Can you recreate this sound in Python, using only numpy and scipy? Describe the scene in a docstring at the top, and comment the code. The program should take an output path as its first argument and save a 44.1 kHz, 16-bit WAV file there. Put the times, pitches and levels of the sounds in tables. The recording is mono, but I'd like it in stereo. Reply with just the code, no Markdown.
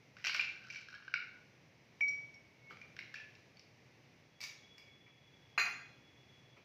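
"""Ice for two milk drinks

Ice is picked out of a bowl and put into two glasses of milk drink on a kitchen board.
Cubes rattle, mostly in the bowl, ring a rim, knock afloat or crackle; near the end a glass dish is set down hard.
Objects are sums of fading tones, and contacts add short bursts of shaped noise.
A tiled kitchen echoes it all with fading noise, over room noise, a fan's hum and a faint, thin whine."""
import sys
import numpy as np
from scipy import signal
from scipy.fft import rfft, irfft
from scipy.io import wavfile
from scipy.ndimage import uniform_filter1d

SR = 44100
rng = np.random.default_rng(int(sys.argv[2]) if len(sys.argv) > 2 else 0)


def wrap_up_sound(samples):
    """Save the sound to the file named by the first command line argument, as 16-bit audio."""
    columns = np.atleast_2d(samples).T
    # keep every value between -1 and 1, then stretch to whole-number steps
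    tamed = np.clip(columns, -1, 1)
    steps = np.round(tamed * 32767).astype(np.int16)
    wavfile.write(sys.argv[1], SR, steps)


N = 293176
T = np.arange(N) / SR
RING = 24576  # longest ring of one contact [samples]
RING_T = T[:RING]

# the crack of ice on a hard wall: (frequency [Hz], level [dB])
ICE_CRACK = [(100, -19.5), (800, -15.5), (1400, 0), (2400, 1), (3400, -8), (5800, -8.5), (6800, -23.5),
             (8200, -39.5), (12000, -42), (14500, -44.5)]
# a drinking glass before damping or a rise of the drink: (frequency [Hz], level [dB], time to fade by 60 dB [s])
GLASS_MODES = [(714, -30.5, 0.1), (2125, -23.5, 0.42), (2253, -9.5, 0.82), (2273, 2, 0.56),
               (2360, -11, 0.18), (5633, -25, 0.47), (5683, -22, 0.082), (8549, -53, .3),
               (10220, -58, 0.22), (10900, -46, .2)]
# the dull knock of the dish on the counter, also used for floating cubes: (frequency [Hz], level [dB])
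DULL_KNOCK = [(60, -57), (200, -18.5), (400, -21.5), (550, -25.5), (700, -18), (1100, -9.5), (1600, 0.5),
              (2500, -4.5), (3200, -19.5), (3700, -26.5), (5300, -24), (6600, -15.5), (7900, -57),
              (15000, -56)]


def amp(db):
    """Turn decibels into a gain."""
    return 10 ** (np.asarray(db) / 20)


def unit(x):
    """Scale to an energy of one."""
    return x / np.sqrt(np.sum(x ** 2))


def level(x, db):
    """Scale to an average (rms) level."""
    return x * amp(db) / np.std(x)


def along(hz, points):
    """Read between (Hz, value) points on a log-frequency axis."""
    f, v = np.transpose(points)
    return np.interp(np.log(np.maximum(hz, 1)), np.log(f), v)


def colour(x, points):
    """Filter through (Hz, dB) points; the cepstrum gives a filter that never answers before its input."""
    size = 4096
    gains = amp(along(np.fft.rfftfreq(size, 1 / SR), points))
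    cepstrum = irfft(np.log(gains))
    # fold the second half onto the first, so that nothing comes early
    cepstrum[1:size // 2] *= 2
    cepstrum[size // 2 + 1:] = 0
    response = irfft(np.exp(rfft(cepstrum)))
    return signal.fftconvolve(x, response)[:len(x)]


def walk(rate):
    """Wander smoothly at random, with a spread of one and about this many new steps per second."""
    k = int(SR / rate)
    steps = np.repeat(rng.standard_normal(N // k + 1), k)
    smooth = uniform_filter1d(uniform_filter1d(steps, k), k)
    return level(smooth[:N], 0)


def narrow(hz, width_hz):
    """Make a tone whose size and phase wander, which spreads it over a narrow band."""
    phase = 2 * np.pi * np.cumsum(hz * np.ones(N)) / SR
    tone = walk(2 * width_hz) * np.sin(phase) + walk(2 * width_hz) * np.cos(phase)
    return level(tone, 0)


def fade(t60):
    """Die away exponentially, by 60 dB in t60 seconds."""
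    return np.exp(-np.log(1000) * RING_T / t60)


def gate(start, end, attack_s, release_s):
    """Rise from start, hold until end, then fall."""
    rise = np.clip((T - start) / attack_s, 0, 1)
    return rise * np.clip(1 - (T - end) / release_s, 0, 1)


def ring(modes, damping=1):
    """An object's answer to one tap: fading sines of alternating sign, shortened by damping."""
    total = np.zeros(RING)
    for k, (hz, db, t60) in enumerate(modes):
        sine = fade(t60 / damping) * np.sin(2 * np.pi * hz * RING_T)
        total += (-1) ** k * amp(db) * unit(sine)
    return unit(total)


def struck(modes):
    """Vary the modes for one contact: each a little stronger or weaker, by where it lands."""
    scatter_db = 2
    luck = rng.standard_normal(len(modes))
    return [(hz, db + scatter_db * chance, t60) for (hz, db, t60), chance in zip(modes, luck)]


def crack(points, t60):
    """The brief noisy crunch of a contact: fading noise, coloured."""
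    return unit(colour(rng.standard_normal(RING) * fade(t60), points))


def contact(body, treble_db, low_db=0):
    """A harder contact brings out the treble, a heavier one the low modes."""
    return colour(body, [(800, 0), (1400, low_db), (1700, low_db), (2250, 0), (2900, 0), (4200, treble_db)])


def strike(hits, bodies, pan_db):
    """Play one body per hit, at its time and level, all from one place; pan_db is left minus right."""
    out = np.zeros(N + RING)
    for (s, db, *_), body in zip(hits, bodies):
        out[int(s * SR):][:RING] += amp(db) * body / np.abs(body).max()
    return amp([[pan_db / 2], [-pan_db / 2]]) * out[:N]


def room_air():
    """Room noise: a shared part and a left-right difference that is weak in the bass, both wavering."""
    # (frequency [Hz], level [dB])
    air_colour = [(25, -42.5), (60, -20), (125, -5), (170, -10.5), (300, -14), (500, -16.5), (900, -23.5),
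                  (1400, -29), (2200, -21.5), (3300, -35), (4500, -37.5), (6000, -34.5), (7800, -54.5),
                  (15000, -60.5)]
    air_db, waver_db, wavers_per_s = -66.5, 1, 4
    mid = colour(rng.standard_normal(N), air_colour)
    side = colour(rng.standard_normal(N), air_colour)
    side = colour(side, [(120, -18.0), (300, -10.5), (600, -6.5), (1200, 0.0)])
    pair = np.array([mid + side, mid - side])
    return amp(air_db) / np.std(mid) * pair * amp(waver_db * walk(wavers_per_s))


def fan():
    """The fan's hum: low tones whose size and phase waver."""
    # (frequency [Hz], width [Hz], level [dB])
    hums = [(118, 32, -85), (126, 33, -76.5)]
    return sum(amp(db) * narrow(hz, width) for hz, width, db in hums)


def whine():
    """A thin whine, as of a water pipe: a drifting tone that wavers separately left and right."""
    # how it comes and goes: (time [s], level [dB])
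    loudness = [(4.1, -110), (4.38, -79), (4.72, -72), (5.0, -73.5), (5.2, -76), (5.5, -75), (6.52, -75.5),
                (6.65, -90)]
    centre_hz, width_hz, drift_hz = 3368, 56, 5
    pitch = centre_hz + drift_hz * walk(5.3)
    swell = amp(np.interp(T, *np.transpose(loudness)))
    return swell * np.array([narrow(pitch, width_hz) for _ in range(2)])


def kitchen(sound, build_s=0.00021):
    """Spread echoes made of noise, unrelated left and right; the treble dies first."""
    # how long echoes last: (frequency [Hz], time to fade by 60 dB [s])
    echo_times = [(200, 0.96), (1000, 0.6), (2500, 0.54), (5000, 0.55), (12000, 0.34)]
    hz = np.fft.rfftfreq(RING, 1 / SR)
    edges = np.append(0, np.geomspace(300, SR / 2, num=9))
    noise = rfft(rng.standard_normal((2, RING)))
    tails = np.zeros((2, RING))
    for lo, hi in zip(edges, edges[1:]):
        band = irfft(noise * (hz >= lo) * (hz < hi))
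        tails += band * fade(along((lo + hi) / 2, echo_times))
    tails = tails * (1 - np.exp(-(RING_T / build_s) ** 2))
    mono = sound.mean(axis=0)
    return np.array([signal.fftconvolve(mono, unit(tail))[:N] for tail in tails])


def board():
    """Soft contacts push slowly, so the wooden board thumps without a click."""
    # dull, soft knocks: (time [s], level [dB], treble [dB])
    thumps = [(2.696, -47.5, 19), (2.83, -58, 8), (5.059, -54.5, -12), (6.561, -54, 17)]
    # the wood: (frequency [Hz], level [dB])
    wood = [(25, -38), (60, -15), (130, 3.5), (220, -10), (380, -1.5), (520, -1), (850, -8.5), (1250, -4),
            (1700, -10), (2300, 4), (3500, -23), (9000, -63)]
    push = 1 - fade(0.13)
    knocks = [contact(push * crack(wood, t60=0.13), treble_db) for *_, treble_db in thumps]
    return strike(thumps, knocks, pan_db=-0.5)


def floating():
    """Cubes afloat nudge the wall of the glass; the drink chokes the ring."""
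    # (time [s], level [dB])
    bumps = [(2.771, -49), (2.815, -45.5), (2.829, -52)]
    wall = ring(GLASS_MODES, damping=29)
    knocks = [wall + amp(-13) * crack(DULL_KNOCK, t60=0.01) for _ in bumps]
    return strike(bumps, knocks, pan_db=9)


def bright_snaps():
    """Quick bright snaps at the glass: the click of a second rim tap, then ice crackling as it gets wet."""
    # the click, then the crackles: (time [s], level [dB])
    snap_times = [(2.0812, -53), (4.4053, -44), (4.414, -41.5), (4.4225, -51), (4.4292, -43.5),
                  (4.432, -44.5), (4.4375, -41.5), (4.4395, -39), (4.781, -49.5)]
    # one snap: (frequency [Hz], level [dB])
    snap_colour = [(200, -18), (900, -10), (1700, -1.5), (2300, 4.5), (3200, -9.5), (4200, -5.5), (5200, 0),
                   (6800, -8.5), (8000, -22.5), (12000, -28), (14500, -27)]
    wall = amp(-3.0) * ring(GLASS_MODES, damping=2.7)
    return strike(snap_times, [wall + crack(snap_colour, t60=0.015) for _ in snap_times], pan_db=4.5)


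def dish(ring_db=-23.0, ring_pan_db=5):
    """The heavy dish clatters on the stone counter; its clear ring builds up as it rocks flat."""
    # landing and rocking flat: (time [s], level [dB])
    landing = [(5.5773, -21), (5.5821, -33), (5.587, -29.5), (5.597, -29.5), (5.6015, -32), (5.656, -36.5)]
    # the dish before damping: (frequency [Hz], level [dB], time to fade by 60 dB [s])
    dish_modes = [(430, -21.5, 1), (696, -16, 0.17), (890, -20, 0.4), (1063, -16.5, 0.38),
                  (1160, -13.5, 0.12), (1397, -6.5, 0.5), (1507, -1.5, 0.31), (1614, -1.5, 0.24),
                  (1673, -12, 0.17), (1825, -1, 0.16), (1924, -5.5, .18), (2024, -3, 0.24), (2094, -4, 0.5),
                  (2194, -7.5, .25), (2490, 3.5, 0.3), (2746, -3, 0.75), (2835, -22.5, 0.11),
                  (2920, -16.5, 0.18), (4125, -9.5, 0.3), (4206, -12, 0.27), (4710, -15.5, 0.45),
                  (4780, -20.5, 0.33), (5023, -24, 0.3), (6280, -27, 0.4), (6160, -14, 0.26),
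                  (6780, -17.5, .42), (6890, -19.5, 0.42), (7120, -27, 0.35), (8624, -51, .5),
                  (9593, -29.5, 0.5), (10300, -28.5, .35), (11250, -45, 0.24), (12540, -33.5, .22),
                  (13300, -37, .2), (14500, -33, 0.33)]
    # it lands dull on its base, then tips onto its harder edge
    flat_treble_db, edge_treble_db, tip_s = -14, 7, 0.0076
    lands_s = landing[0][0]
    clatter = []
    for s, _ in landing:
        flatness = np.exp((lands_s - s) / tip_s)
        treble_db = edge_treble_db + (flat_treble_db - edge_treble_db) * flatness
        knock = amp(-6) * crack(DULL_KNOCK, t60=0.0095)
        body = amp(-4) * ring(struck(dish_modes), damping=4.1)
        clatter.append(contact(knock + body, treble_db))
    thuds = strike(landing, clatter, pan_db=9.5)
    tone = ring(dish_modes) * (1 - fade(0.021))
    return thuds, strike([(lands_s, ring_db)], [tone], ring_pan_db)


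def rim():
    """A cube taps the free rim, whose close main notes beat softly; one rubs the wall as it floats up."""
    # a cube striking the rim: (time [s], level [dB], treble [dB], damping [times])
    rim_hits = [(2.007, -27, -10, 1.11), (2.082, -44, 20.5, 0.88), (2.3415, -53, 10.5, 1.3),
                (4.43, -56, 0, 0.79), (4.88, -61, -10, 2.5)]
    # once the cube is in, the drink stands higher and the glass's notes drop to this share
    sunk_s, sunk_share = 2.3, 0.98
    taps = []
    for s, _, treble_db, damping in rim_hits:
        share = sunk_share if s > sunk_s else 1
        modes = [(hz * share, db, t60) for hz, db, t60 in GLASS_MODES]
        tone = ring(modes, damping) * (1 - fade(0.013))
        taps.append(contact(tone + amp(-22.5) * crack(ICE_CRACK, t60=0.013), treble_db))
    # a cube rubbing along the wall makes the fuller glass sing for a moment
    rub_hz, rub_db, waver_db = 2200, -64, 7
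    pressure = amp(rub_db + waver_db * walk(24.6))
    touch = gate(start=2.58, end=2.655, attack_s=0.048, release_s=0.08)
    rub = pressure * touch * level(np.sin(2 * np.pi * rub_hz * T), 0)
    return strike(rim_hits, taps, pan_db=5.5) + rub


CUBE_HZ, CUBE_T60_S = 1983, 0.046  # a middling cube: its note and its ring time


def cube(hz, t60):
    """A lump of ice rings on its own note; the freer it lies, the longer it rings and the more it gives."""
    # a lump of ice: (multiple of its pitch [times], level [dB])
    lump = [(1, 5.5), (1.94, -14), (2.55, -14.5), (3.28, -20), (3.87, -21)]
    # blunt contacts hardly drive its highest modes: (frequency [Hz], level [dB])
    blunt = [(5800, -5), (6800, -14), (8000, -31.5)]
    tone = ring([(hz * ratio, db, t60) for ratio, db in lump])
    return amp(5) * np.sqrt(t60 / CUBE_T60_S) * unit(colour(tone, blunt))


def slide(duration_s, db, rate):
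    """A run of random tiny slips that dies away as the heap settles."""
    settle_s = 0.024  # time constant in which the heap comes to rest
    t = T[:SR]
    slips = level(rng.laplace(size=SR) * (rng.random(SR) < rate / SR), db)
    return slips * np.exp(-np.maximum(t - duration_s, 0) / settle_s)


def rattling_cubes(count=4):
    """Cubes knock, mostly as fingers stir the bowl, two in the glass near 2.7-2.8 s; runs of tiny slips."""
    # cubes knocking: (time [s], level [dB], treble [dB], cube's pitch [Hz], its time to fade by 60 dB [s])
    knock_list = [(.168, -44, -4, 1690, 0.0089), (.242, -31, -5, 2240, 0.0026),
                  (0.248, -26, 3, 2090, 0.0049), (0.2568, -27.5, 2, 2300, 0.011),
                  (0.2786, -31.5, -9, 2710, 0.021), (0.283, -30.5, 2, 2970, 0.0099),
                  (0.2948, -27.5, -4, 1620, 0.0065), (0.3425, -35, 9, 2880, 0.0084),
                  (0.3462, -28.5, -6, 2240, 0.0026), (.349, -31.5, 1, 1590, 0.0048),
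                  (0.3636, -32.5, 2, 2530, .008), (.395, -22.5, -15, 2380, 0.027),
                  (0.3989, -30.5, -1, 2600, .012), (.411, -30, 0, 2726, 0.038),
                  (.445, -33, -2, 2585, 0.055), (0.4902, -38, -3, 2330, 0.053),
                  (0.563, -49, -5, 1524, 0.04), (0.685, -51, -21, 1620, 0.037),
                  (0.7015, -36.5, 0.5, 2345, 0.058), (0.7463, -37.5, 0, 2286, 0.035),
                  (.759, -36.5, 0, 2304, 0.059), (0.8857, -44, 3, 1614, 0.033),
                  (0.9274, -43.5, 2, 1490, .015), (0.9414, -41.5, -7, 1580, 0.018),
                  (0.949, -45, 0, 1668, 0.059), (1.0248, -48, -10, 1676, 0.033),
                  (1.0794, -37.5, -8, 1545, 0.039), (1.1393, -21, -13.5, 2286, 0.029),
                  (1.1401, -27, 5, 1452, 0.044), (2.708, -42.5, -5, 1310, 0.029),
                  (2.8158, -49.5, -5, 2410, 0.077), (2.9654, -44, 0, 1880, 0.0062),
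                  (2.990, -32.5, -4.5, 2157, 0.012), (3.001, -53, 10, 2300, .006),
                  (3.037, -49.5, -11, 2150, 0.025), (3.1412, -35, 0, 1737, 0.049),
                  (3.199, -43, -6, 1740, 0.065), (3.3523, -52.5, 7, 2670, 0.015),
                  (3.57, -53.5, -9.5, 4500, 0.032), (3.5948, -49.5, 4, 5400, 0.0047)]
    # cubes sliding over each other, all cubes together:
    # (start [s], end [s], level [dB], treble [dB], middle pitch [Hz], slips [per s])
    slides = [(0.169, 0.246, -62.5, -1.5, 1980, 780), (0.249, 0.287, -42.5, 1.5, 2414, 410),
              (.335, 0.376, -45, 0, 2288, 550), (0.5, 1.123, -64.5, -0.5, 1600, 166),
              (0.701, 0.791, -56.5, 0.5, 2540, 870), (2.984, 3.028, -61, -1.5, 2115, 420),
              (3.141, 3.178, -55, -4, 2520, 1370)]
    # the bowl with its ice, before scatter: (frequency [Hz], level [dB], time to fade by 60 dB [s])
    bowl_modes = [(1456, -5, 0.018), (1602, 1, 0.017), (2170, -9.5, 0.01), (2268, -5, 0.035),
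                  (2400, -7.5, 0.012), (2840, -9, 0.016), (3750, -13.5, 0.028), (4130, -14, 0.0057),
                  (4900, -18, 0.024), (5230, -19.5, .006), (5580, -17, 0.023), (11400, -45.5, 0.008)]
    scatter_octaves = 0.12  # no two slides meet on the same cube

    def weight_db(hz):
        """Bigger, lower cubes drive the low modes harder, by 16.5 dB per octave."""
        return 16.5 * np.log2(CUBE_HZ / hz)

    knocks = []
    for _, _, treble_db, hz, t60 in knock_list:
        # a wedged cube crunches; the longer one rings, the less crunch it has
        crunch_db = -9 - 6 * np.log2(t60 / 0.0067)
        body = ring(struck(bowl_modes)) + amp(crunch_db) * crack(ICE_CRACK, t60=0.025)
        knocks.append(contact(body + cube(hz, t60), treble_db, weight_db(hz)))
    scrape = np.zeros(N)
    for start, end, db, treble_db, hz, rate in slides:
        for note in hz * 2 ** (scatter_octaves * rng.uniform(-1, 1, count)):
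            body = ring(struck(bowl_modes)) + amp(4.5) * crack(ICE_CRACK, t60=0.0042)
            body = body + amp(-0.5) * cube(note, CUBE_T60_S)
            slips = slide(end - start, db, rate / count)
            run = signal.fftconvolve(slips, unit(contact(body, treble_db, weight_db(hz))))
            scrape[int(start * SR):][:len(run)] += run / np.sqrt(count)
    direct = strike(knock_list, knocks, pan_db=6) + scrape
    # such small things radiate little bass
    return signal.sosfilt(signal.butter(1, 900, "high", fs=SR, output="sos"), direct)


def lagged(pair, lag_ms):
    """The direct sound reaches the left microphone a little later."""
    return np.array([np.roll(pair[0], int(lag_ms * SR / 1000)), pair[1]])


def scene():
    """Mix direct sound, echoes and background; the rim's ring echoes least, the bright snaps most."""
    singing, bumps, rattle, snaps = rim(), floating() + board(), rattling_cubes(), bright_snaps()
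    landing, ringing = dish()
    to_room = amp(-12) * singing + amp(-4.5) * bumps + amp(-2.0) * rattle
    to_room = to_room + amp(5.0) * snaps + amp(1.0) * landing + amp(-5) * ringing
    echoes = kitchen(to_room)
    direct = lagged(singing + bumps + rattle, lag_ms=.15) + lagged(landing + ringing, lag_ms=0.25) + snaps
    return direct + echoes + room_air() + fan() + whine()


def record(dry):
    """The two microphones colour the sound differently; the top is cut above 15150 Hz."""
    left = colour(dry[0], [(400, -1.0), (1600, 0.5), (3200, 7.0), (4700, 9.5),
                           (6500, 4.5), (9000, 5.0), (14000, 9.5)])
    right = colour(dry[1], [(400, 0.0), (1600, 3.5), (3200, 5.5), (4700, 4.0),
                            (6500, 4.0), (9000, 5), (14000, 12.0)])
    top_cut = signal.ellip(8, .2, 70, 15150, fs=SR, output="sos")
    return signal.sosfilt(top_cut, [left, right])


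dry = scene()
out = record(dry)
wrap_up_sound(out)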